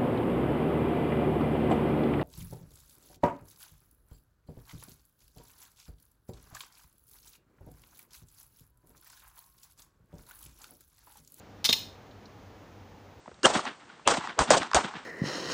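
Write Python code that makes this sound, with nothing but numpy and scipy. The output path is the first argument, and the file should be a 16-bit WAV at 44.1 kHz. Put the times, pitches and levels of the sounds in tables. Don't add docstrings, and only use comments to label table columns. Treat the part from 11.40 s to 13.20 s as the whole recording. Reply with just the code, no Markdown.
import sys
import numpy as np
from scipy import signal
from scipy.fft import rfft, irfft
from scipy.io import wavfile
from scipy.ndimage import uniform_filter1d

SR = 44100
rng = np.random.default_rng(int(sys.argv[2]) if len(sys.argv) > 2 else 0)


def generate_wav(sig):
    pcm = np.round(np.clip(np.atleast_2d(sig).T, -1, 1) * 32767).astype(np.int16)
    wavfile.write(sys.argv[1], SR, pcm)


N = 79380

# start in seconds, clack level in dB, ring level in dB.
TOOTH_HITS = [(.2430, -22.5, -44), (.2466, -19.5, -26.5), (.2508, -17.5, -47.5), (.2560, -19, -25),
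              (.2610, -21.5, -41), (.2785, -45, -37.5)]
# start in seconds, clack, ring and thud in dB.
WRIST_HITS = [(0.2897, -24, -17, -29), (0.2938, -24, -26.5, -24), (0.3027, -31, -31.5, -30.5),
              (.3070, -34.5, -23, -51)]
# start in seconds, clack and ring in dB.
LOCK_HITS = [(.3254, -22.5, -31.5), (.3277, -16.5, -22), (.3298, -15.5, -20.5), (.3326, -22.5, -41)]
# start in seconds, level in dB, pitch in Hz.
SETTLING_HITS = [(0.7104, -54, 3810), (0.855, -50, 4570), (0.859, -58, 4800)]
# pitch in Hz, gain in dB when it knocks on the wrist,
# gain in dB when metal strikes metal, time to fall 60 dB in seconds.
STEEL_MODES = [(894.8, -36.5, -21.5, 0.091), (1150.8, -19.5, -26, 0.0607), (2120, -12, -5, 0.026),
               (2735.4, -21.5, -3, 0.0334), (3180, -10, -8.5, 0.047), (3563, -3, 0, 0.048),
               (3627, -13, 1.5, 0.054), (3720.4, -21, -17.5, 0.412), (3751, 1, -17, 0.066),
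               (4045, -13.5, -5.5, 0.05), (4181.6, -7.5, -2.5, 0.0573), (5164, -12.5, -11, 0.062),
               (5542, -34, -13, 0.082), (9300, -31, -18, 0.074), (13630, -39.5, -20.5, .055),
               (14930, -23.5, -8, 0.038)]
# pitch in Hz, gain in dB, time to fall 60 dB in seconds.
WRIST_MODES = [(175, -1.5, 0.058), (243, 2, 0.058), (411, -6, 0.034)]
# frequency in Hz, relative level in dB.
TOOTH_SPECTRUM = [(150, -21.5), (790, -18), (895, -6), (990, -21.5), (1800, -11), (2800, -6), (4100, -1.5),
                  (5700, -0.5), (7600, -16), (10400, -14), (12800, -20), (15000, -15)]
KNOCK_SPECTRUM = [(70, -28.5), (420, -14), (850, -17), (1150, -12), (1500, -8.5), (2300, -8.5), (3700, 0.5),
                  (5600, -6.5), (7000, -8.5), (7900, -18.5), (13500, -20.5), (14800, -18)]
LOCK_SPECTRUM = [(60, -35.5), (100, -18), (150, -7), (300, -17), (700, -19), (1400, -24), (2050, -3.5),
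                 (2900, 1), (5400, -2), (7000, -9.5), (8500, -17.5), (13000, -18.5), (15000, -15)]
THUD_SPECTRUM = [(60, -34), (100, -22.5), (140, -5), (230, -0.5), (330, -9.5), (440, -5.5), (800, -9.5),
                 (2000, -45), (8000, -93.5)]
# frequency in Hz, relative level in dB.
REFLECTION_SPECTRUM = [(100, -13), (400, -7), (1000, -1.5), (2200, -7.5), (3600, -3.5), (6000, 1),
                       (10000, -1.5), (15000, 3.5)]
ROOM_NOISE_SPECTRUM = [(20, -23.5), (50, -2), (75, -2.5), (125, -4.5), (170, -3.5), (210, 0), (255, -5),
                       (290, 0), (340, -6.5), (480, -4.5), (660, -8.5), (800, -6), (1050, -12), (2200, -19),
                       (4000, -25.5), (6600, -29), (8200, -42), (13500, -42.5), (15000, -32.5)]
# time in seconds, level in dB.
ROOM_NOISE_LEVEL = [(0, -52.5), (.55, -51.5), (.75, -52.5), (1.15, -52), (1.45, -52.5), (1.8, -53)]

ATTACK_S = 0.000584
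TIME_S, BIN_HZ = np.arange(N) / SR, np.fft.rfftfreq(2 * N, 1 / SR)


def undb(db):
    return 10 ** (np.asarray(db) / 20)


def unit(x):
    return x / np.sqrt(np.mean(x ** 2))


def gains(spectrum):
    hz, db = np.array(spectrum, float).T
    return undb(np.interp(np.log(BIN_HZ + 1), np.log(hz), db))


def colour(x, gain):
    cepstrum = irfft(np.log(unit(gain) + 1e-6))
    cepstrum[1:N] *= 2
    cepstrum[N + 1:] = 0
    return irfft(rfft(x, 2 * N) * np.exp(rfft(cepstrum)))[:N]


def fade(start, t60, attack):
    age = np.maximum(TIME_S - start, 0)
    return (1 - np.exp(-age / attack)) * np.exp(-np.log(1000) * age / t60)


def envelope(hits, t60):
    return np.sqrt(sum((undb(db) * fade(start, t60, ATTACK_S)) ** 2 for start, db in hits))


def chatter(hits, t60, flicker_db=2):
    noise = rng.standard_normal(N)
    flicker = unit(uniform_filter1d(rng.standard_normal(N), size=16))
    return unit(noise * undb(flicker_db * flicker)) * envelope(hits, t60)


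def ring(hits, modes, mean_split_hz=43.2, twin_db=-9):
    out, twin_gain = np.zeros(N), undb(twin_db)
    for hz, db, t60 in modes:
        phase = 2 * np.pi * (hz * TIME_S + rng.random())
        split_hz = mean_split_hz * rng.choice([-1, 1]) * (.5 + rng.random())
        drift = 2 * np.pi * split_hz * (TIME_S - hits[0][0])
        pair = (np.sin(phase) + twin_gain * np.sin(phase + drift)) / np.hypot(1, twin_gain)
        out += undb(db) * envelope(hits, t60) * pair
    return out


def metal_clash(contacts, spectrum, t60):
    clack_hits = [(start, db) for start, db, _ in contacts]
    ring_hits = [(start, db) for start, _, db in contacts]
    modes = [(hz, db, decay) for hz, _, db, decay in STEEL_MODES]
    return colour(chatter(clack_hits, t60), gains(spectrum)) + ring(ring_hits, modes)


def wrist_knock(skin_db=-4.5, wrist_db=-5.5):
    clack_hits = [(start, db) for start, db, _, _ in WRIST_HITS]
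    ring_hits = [(start, db) for start, _, db, _ in WRIST_HITS]
    thud_hits = [(start, db) for start, _, _, db in WRIST_HITS]
    clack = colour(chatter(clack_hits, t60=0.0555), gains(KNOCK_SPECTRUM))
    bow = ring(ring_hits, [(hz, db, t60) for hz, db, _, t60 in STEEL_MODES])
    skin = colour(chatter(thud_hits, t60=0.0502), gains(THUD_SPECTRUM))
    wrist = ring(thud_hits, WRIST_MODES)
    return clack + bow + undb(skin_db) * skin + undb(wrist_db) * wrist


def settling_ticks(half_width_octaves=0.306):
    out = np.zeros(N)
    for start, db, hz in SETTLING_HITS:
        octaves_off = np.log2((BIN_HZ + 1) / hz)
        band = 1 / (1 + (octaves_off / half_width_octaves) ** 4)
        out += colour(chatter([(start, db)], t60=0.038), band)
    return out


def reflections(direct, level_db=-9.5, delay_s=0.008, build_s=0.0149, crossover_hz=8500):
    noise = rng.standard_normal(N)
    low = signal.sosfiltfilt(signal.butter(4, crossover_hz, fs=SR, output="sos"), noise)
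    low_tail = low * fade(delay_s, t60=0.3497, attack=build_s)
    treble_tail = (noise - low) * fade(delay_s, t60=0.276, attack=build_s)
    tail = colour(low_tail + treble_tail, gains(REFLECTION_SPECTRUM))
    return undb(level_db) * signal.fftconvolve(direct, tail / np.linalg.norm(tail))[:N]


def room_tone(hum_hz=98.16, hum_half_width_hz=11.1, hum_db=-56.5):
    air = irfft(rfft(rng.standard_normal(2 * N)) * gains(ROOM_NOISE_SPECTRUM))[:N]
    air_db = np.interp(TIME_S, *np.array(ROOM_NOISE_LEVEL).T)
    hum_band = 1 / (1 + ((BIN_HZ - hum_hz) / hum_half_width_hz) ** 2)
    hum = irfft(rfft(rng.standard_normal(2 * N)) * hum_band)[:N]
    return undb(air_db) * unit(air) + undb(hum_db) * unit(hum)


def scene():
    rattle = metal_clash(TOOTH_HITS, TOOTH_SPECTRUM, t60=0.047)
    knock = wrist_knock()
    snap = metal_clash(LOCK_HITS, LOCK_SPECTRUM, t60=0.0317)
    cuff = rattle + knock + snap + settling_ticks()
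    return (cuff + reflections(cuff) + room_tone())[None]


def record(dry):
    return signal.sosfilt(signal.ellip(10, .2, 80, 15300, fs=SR, output="sos"), dry)


dry = scene()
out = record(dry)
generate_wav(out)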